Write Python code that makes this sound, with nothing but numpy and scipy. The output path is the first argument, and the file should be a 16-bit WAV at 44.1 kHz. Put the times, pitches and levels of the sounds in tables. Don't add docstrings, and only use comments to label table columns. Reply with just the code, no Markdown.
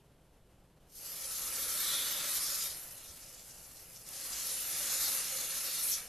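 import sys
import numpy as np
from scipy import signal
from scipy.fft import rfft, irfft
from scipy.io import wavfile
from scipy.ndimage import uniform_filter1d

SR = 44100
rng = np.random.default_rng(int(sys.argv[2]) if len(sys.argv) > 2 else 0)


def wav_record(signal):
    frames = np.transpose(np.atleast_2d(signal))
    bounded = np.clip(frames, -1, 1)
    quanta = np.round(bounded * 32767).astype(np.int16)
    wavfile.write(sys.argv[1], SR, quanta)


N = 268128
TIME = np.arange(N) / SR
FRAME, HOP = 1024, 256
FRAME_HZ, WHOLE_HZ = np.fft.rfftfreq(FRAME, 1 / SR), np.fft.rfftfreq(N, 1 / SR)
TOP_HZ = 13120


def gain_of(db):
    return 10 ** (np.asarray(db) / 20)


def unit_level(x):
    return x / np.sqrt(np.mean(x ** 2) + 1e-20)


def curve_at(points, hz):
    point_hz, db = np.transpose(points)
    return np.interp(np.log(hz + 1), np.log(point_hz + 1), db)


def bell(centre_hz, width_hz):
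    return .5 ** ((2 * (FRAME_HZ - centre_hz) / width_hz) ** 2)


def during(t, start, end, steepness=1.6):
    return np.clip(steepness * np.sin(np.pi * np.clip((t - start) / (end - start), 0, 1)), 0, 1)


def swells(rows):
    return sum(gain_of(db) * np.cos(np.pi * np.clip((TIME - middle) / length, -.5, .5)) ** 2
               for middle, length, db in rows)


def shaped_noise(points):
    gain = gain_of(curve_at(points, WHOLE_HZ)) * (WHOLE_HZ < TOP_HZ)
    return unit_level(irfft(rfft(rng.standard_normal(N)) * gain, N))


def wander(rate_hz):
    gain = WHOLE_HZ / (WHOLE_HZ + 8) / (1 + (WHOLE_HZ / rate_hz) ** 2)
    return unit_level(irfft(rfft(rng.standard_normal(N)) * gain, N))


def patches(shape, frames, bins):
    field = rng.standard_normal(shape)
    for _ in range(2):
        field = uniform_filter1d(uniform_filter1d(field, frames, 0), bins, 1)
    return unit_level(field)


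# f/Hz, level/dB
STEREO_SPREAD = [(4100, -64), (4270, -10.5), (5500, -6.2), (11000, -5.4), (13000, -8)]

def stereo(mid, side):
    side = irfft(rfft(side) * gain_of(curve_at(STEREO_SPREAD, WHOLE_HZ)), N)
    return np.array([mid + side, mid - side])


# f/Hz, relative level/dB
ROOM_TONE = [(15, -5.5), (40, -6.5), (70, -8), (160, -10), (260, -16), (400, -16.5), (510, -17.5),
             (850, -22.5), (1200, -27), (2400, -33), (2950, -30), (3400, -33), (6000, -37.5),
             (13000, -36.5)]

def room(level_db=-64, waver_db=0.97):
    mid, side = shaped_noise(ROOM_TONE), shaped_noise(ROOM_TONE)
    return gain_of(level_db + waver_db * wander(11)) * stereo(mid, side)


# f/Hz, level/dB
HUM_TONES = [(46, -73), (120, -77), (162, -76)]

def hum():
    return sum(gain_of(db) * np.sqrt(2) * np.sin(2 * np.pi * hz * TIME + wander(3.2))
               for hz, db in HUM_TONES)


# middle t/s, length/s, relative level/dB
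HAND_SHIFTS = [(1.55, 0.94, -63.5), (2.37, 0.098, -58), (2.73, 0.11, -58), (3.10, 0.12, -61),
               (4.35, 0.2, -65), (5.05, 0.55, -66.5)]

def table_bumps(gain_db=-1):
    rumble = shaped_noise([(15, -17), (40, -1.5), (80, -4.5), (160, -34), (600, -60)])
    return gain_of(gain_db) * swells(HAND_SHIFTS) * rumble


# middle t/s, length/s, relative level/dB
SAND_SPILLS = [(2.92, 0.053, -66), (3.10, 0.093, -55), (3.23, 0.065, -57), (3.35, .04, -59),
               (3.51, 0.066, -55), (3.65, .04, -57), (3.78, 0.072, -61), (3.965, 0.05, -53),
               (4.02, 0.038, -58)]

def spills(gain_db=-1.5, centre_hz=5850, grains_per_s=2500):
    band = signal.iirpeak(centre_hz, Q=2.3, fs=SR)
    clicks = rng.standard_normal((2, N)) * (rng.random(N) < grains_per_s / SR)
    sliding = unit_level(clicks) + 0.63 * rng.standard_normal((2, N))
    rustle = signal.lfilter(*band, signal.lfilter(*band, sliding))
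    mid, side = gain_of(gain_db) * swells(SAND_SPILLS) * unit_level(rustle)
    return stereo(mid, side)


# t/s, relative peak level/dB
BLOCK_JERKS = [(1.245, -52), (1.581, -54), (1.662, -50.5), (1.744, -48), (1.933, -50), (2.092, -49),
               (2.16, -51.5), (2.238, -50), (2.273, -49), (2.517, -50), (4.801, -47.5), (4.862, -55.5),
               (4.949, -50.5), (5.136, -50), (5.32, -51), (5.353, -48), (5.384, -51.5), (5.641, -52),
               (5.677, -52.5)]

def knocks(gain_db=-2, pitch_hz=546.4, detune=0.047, rise_s=0.0042, decay_s=0.015):
    t = np.arange(4096) / SR
    envelope = (1 - np.exp(-t / rise_s)) * np.exp(-t / decay_s)
    envelope /= envelope.max()
    out = np.zeros(N)
    for start, peak_db in BLOCK_JERKS:
        hz = pitch_hz * (1 + detune * rng.standard_normal())
        knock = envelope * np.sin(2 * np.pi * hz * t)
        out[round(start * SR):][:len(t)] += gain_of(peak_db + gain_db) * knock
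    return out


# t/s, relative peak level/dB
FLAKE_SNAPS = [(1.7184, -32), (1.8064, -21), (1.8824, -30), (2.0024, -24), (2.3164, -25), (2.3533, -22.5),
               (2.4754, -23), (2.7894, -33), (2.8354, -35), (3.8974, -43), (4.0896, -25), (4.2004, -26),
               (4.8964, -23), (5.2444, -25), (5.3604, -28), (5.8381, -24), (5.857, -19), (5.9084, -23.5),
               (5.92, -24.5)]

def snaps(gain_db=-5, decay_s=0.00052):
    t = np.arange(256) / SR
    treble = signal.butter(2, [6500, 12900], "bandpass", fs=SR)
    out = np.zeros(N)
    for start, peak_db in FLAKE_SNAPS:
        burst = rng.standard_normal(len(t)) * np.exp(-t / decay_s)
        tick = signal.lfilter(*treble, burst)
        out[round(start * SR):][:len(t)] += gain_of(peak_db + gain_db) * tick / abs(tick).max()
    return out


# t/s, hiss level/dB, crunch level/dB (both relative)
KNIFE_STROKES = [
    [(0.9, -67.5, -78), (0.965, -50, -70), (1.03, -48.5, -59.5), (1.08, -44.5, -59), (1.18, -44, -57),
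     (1.41, -39, -53), (1.51, -40, -50.5), (1.588, -38, -50.5), (1.702, -37, -50), (1.898, -34.5, -46.5),
     (2.268, -38.5, -47), (2.32, -35, -48.5), (2.5, -37, -51), (2.66, -37.5, -51.5), (2.73, -44.5, -56.5),
     (2.85, -48.5, -59.5)],
    [(4.065, -50.5, -60), (4.09, -49.5, -61), (4.14, -46, -57.5), (4.36, -40.5, -51.5), (4.53, -38.5, -52),
     (4.68, -39, -51.5), (4.88, -36.5, -47.5), (5.04, -33.5, -48), (5.19, -36, -48), (5.3, -40, -50),
     (5.37, -38, -49.5), (5.5, -39.5, -50.5), (5.56, -38.5, -50), (5.82, -37.5, -50), (5.842, -34, -51.5),
     (5.89, -33, -50), (5.92, -34, -54.5), (5.95, -36, -52), (6.03, -48.5, -55), (6.08, -51, -59.5)],
]

def stroke_levels(t, touch_db_per_s=400, settle_s=0.26):
    first, second = (np.array(stroke) for stroke in KNIFE_STROKES)
    times, hiss_db, crunch_db = np.vstack([first, second]).T
    pause = (t > first[-1, 0]) & (t < second[0, 0])
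    approach_db = np.clip(touch_db_per_s * (times[0] - t), 0, 45)
    loose = np.exp(-np.maximum(t - first[-1, 0], 0) / settle_s)

    def level(stroke_db, fresh_db, settled_db):
        trickle_db = settled_db + (fresh_db - settled_db) * loose
        return np.where(pause, trickle_db, np.interp(t, times, stroke_db) - approach_db)

    return level(hiss_db, fresh_db=-49.5, settled_db=-55), level(crunch_db, fresh_db=-59, settled_db=-65)


# start t/s, end t/s, first f/Hz,
# open f/Hz, width/Hz, boost/dB
GLIDING_BANDS = [(1.752, 2.284, 4440, 3530, 740, 9), (4.868, 5.118, 6300, 6000, 900, 1.5),
                 (4.952, 5.096, 4900, 4500, 1700, 3), (5.905, 5.975, 6360, 5950, 1000, 7)]

def gliding_bands(t, fall_share=0.15):
    db = 0
    for start, end, first_hz, open_hz, width_hz, boost_db in GLIDING_BANDS:
        narrowness = np.exp(-np.maximum(t - start, 0) / (fall_share * (end - start)))
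        hz = open_hz + (first_hz - open_hz) * narrowness
        flat_topped_band = np.minimum(1.26 * bell(hz, width_hz), 1)
        db += boost_db * during(t, start, end) * flat_topped_band
    return db


# start t/s, end t/s, lower f/Hz, upper f/Hz, width/Hz, typical boost/dB
BLADE_SCRAPES = [(2.294, 2.76, 3800, 4100, 220, 1.5), (2.297, 2.77, 4920, 6830, 460, 5.5),
                 (2.3, 2.74, 5540, 8870, 300, 5.5), (5.2, 5.84, 4180, 6640, 480, 4)]

def blade_scrapes(t, shift_hz=13):
    db = 0
    for start, end, *pair_hz, width_hz, boost_db in BLADE_SCRAPES:
        sway, flutter = (np.interp(t, TIME, wander(shift_hz)) for _ in range(2))
        rings = sum(bell(hz * (1 + 0.005 * sway), width_hz) for hz in pair_hz)
        db += boost_db * (1 + 0.29 * flutter) * during(t, start, end) * rings
    return db


# start t/s, end t/s, boost/dB
BLADE_PULLS = [(2.71, 3.05, 4), (5.827, 5.93, 7.5)]

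def glitter(t, flicker_db=1.7):
    pull_db = sum(boost_db * during(t, start, end) for start, end, boost_db in BLADE_PULLS)
    clumps = patches((len(t), len(FRAME_HZ)), frames=5, bins=50)
    return (pull_db + flicker_db * clumps) * bell(11700, width_hz=5300)


# blade in t/s, blade out t/s, hollow at full depth f/Hz, block's ring f/Hz, ring boost/dB
BLADE_CUTS = [(0.962, 2.81, 2823, 1220, 2.5), (4.113, 6.032, 3020, 2560, 1.5)]

def sinking_blade(t, lightness_db, top_hz=3870, sink_s=0.46, bite_s=0.99):
    db = 0
    for start, end, deep_hz, ring_hz, ring_db in BLADE_CUTS:
        hollow_hz = deep_hz + (top_hz - deep_hz) * np.exp(-((t - start) / sink_s) ** 2)
        hollows_db = -9 * bell(hollow_hz, width_hz=98) - 3.5 * bell(2.41 * hollow_hz, width_hz=370)
        db += hollows_db * during(t, start, end, steepness=17)
        low_ring = during(t, start, end, steepness=1) ** 4 * bell(0.32 * ring_hz, width_hz=280)
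        db += ring_db * (bell(ring_hz, width_hz=360) + low_ring) * during(t, start, end)
        db -= 0.27 * lightness_db * during(t, start - bite_s, start + bite_s) * bell(3680, width_hz=790)
    return db


# f/Hz, relative level/dB
SAND_TONE = [(100, -15), (220, -10.5), (400, -13.5), (700, -9.5), (950, -11), (1200, -5.5), (2600, -5),
             (3400, -4.5), (5000, -2), (6500, -0.5), (8400, -3), (10300, 1), (12800, 1)]
# f/Hz, width/Hz, boost/dB
BODY_RINGS = [(291.6, 29, 6.5), (531, 136, 8), (786, 89, 2), (1064, 50, 1.5), (1350, 42, 7),
              (1880, 170, 1.5), (2280, 140, 2), (2890, 160, 4), (3560, 36, 6), (3690, 43, 6),
              (4110, 106, 4.5), (6120, 45, -0.5), (9800, 220, 1), (10400, 70, -1), (11400, 130, 2.5)]

def cutting_tone(t, ring_db=2.5, blotch_db=0.5):
    _, crunch_db = stroke_levels(t)
    lightness_db = np.minimum(crunch_db.max() - crunch_db, 20)
    body_db = sum(boost_db * bell(hz, width_hz) for hz, width_hz, boost_db in BODY_RINGS)
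    murmur_db = (0.58 * lightness_db - 3) * bell(654, width_hz=540)
    db = curve_at(SAND_TONE, FRAME_HZ) + body_db + murmur_db
    db += sinking_blade(t, lightness_db) + gliding_bands(t) + blade_scrapes(t)
    rings = ring_db * patches(db.shape, frames=11, bins=3)
    blotches = blotch_db * patches(db.shape, frames=9, bins=16)
    db += (rings + blotches) * FRAME_HZ / (FRAME_HZ + 900)
    return db + glitter(t)


def grains(level_db, peak_per_s, spread_db, clump_db):
    per_s = peak_per_s * gain_of(.6 * (level_db - level_db.max()))
    chance = np.clip(per_s / SR, 1e-4, 1)
    size = gain_of(spread_db * np.minimum(rng.exponential(1, N), 3.3))
    sign = rng.choice([-1, 1], N)
    breaks = rng.random(N) < chance
    clicks = unit_level(size * sign * breaks / np.sqrt(chance))
    pan = unit_level(rng.uniform(-1, 1, N))
    mid_side = np.array([clicks, clicks * pan]) + rng.standard_normal((2, N))
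    return unit_level(mid_side * gain_of(clump_db * wander(17)))


def through_sand(mid_side, tone_db, low_hz, high_hz):
    _, _, spectra = signal.stft(mid_side, SR, nperseg=FRAME, noverlap=FRAME - HOP)
    gain = gain_of(tone_db[:spectra.shape[2]]) * (FRAME_HZ >= low_hz) * (FRAME_HZ < high_hz)
    gain /= np.linalg.norm(gain, axis=1, keepdims=True)
    _, shaped = signal.istft(spectra * gain.T, SR, nperseg=FRAME, noverlap=FRAME - HOP)
    return shaped[:, :N] / np.std(shaped[0, :N])


def cutting(split_hz=3100, hiss_gain_db=0.51, crunch_gain_db=0.3):
    hiss_db, crunch_db = stroke_levels(TIME)
    frame_times = np.arange(N // HOP + 3)[:, None] * HOP / SR
    tone_db = cutting_tone(frame_times)
    fine = grains(hiss_db, peak_per_s=11000, spread_db=0, clump_db=0.83)
    coarse = grains(crunch_db, peak_per_s=4500, spread_db=1.5, clump_db=0.5)
    hiss = through_sand(fine, tone_db, low_hz=split_hz, high_hz=TOP_HZ)
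    crunch = through_sand(coarse + 0.51 * fine, tone_db, low_hz=90, high_hz=split_hz)
    mid, side = gain_of(hiss_db + hiss_gain_db) * hiss + gain_of(crunch_db + crunch_gain_db) * crunch
    return stereo(mid, side)


def scene():
    return cutting() + spills() + snaps() + knocks() + table_bumps() + room() + hum()


def record(dry):
    low_pass = signal.firwin(1023, TOP_HZ, window=("kaiser", 9), fs=SR)
    return signal.oaconvolve(dry, low_pass[None], "same", axes=1)


dry = scene()
out = record(dry)
wav_record(out)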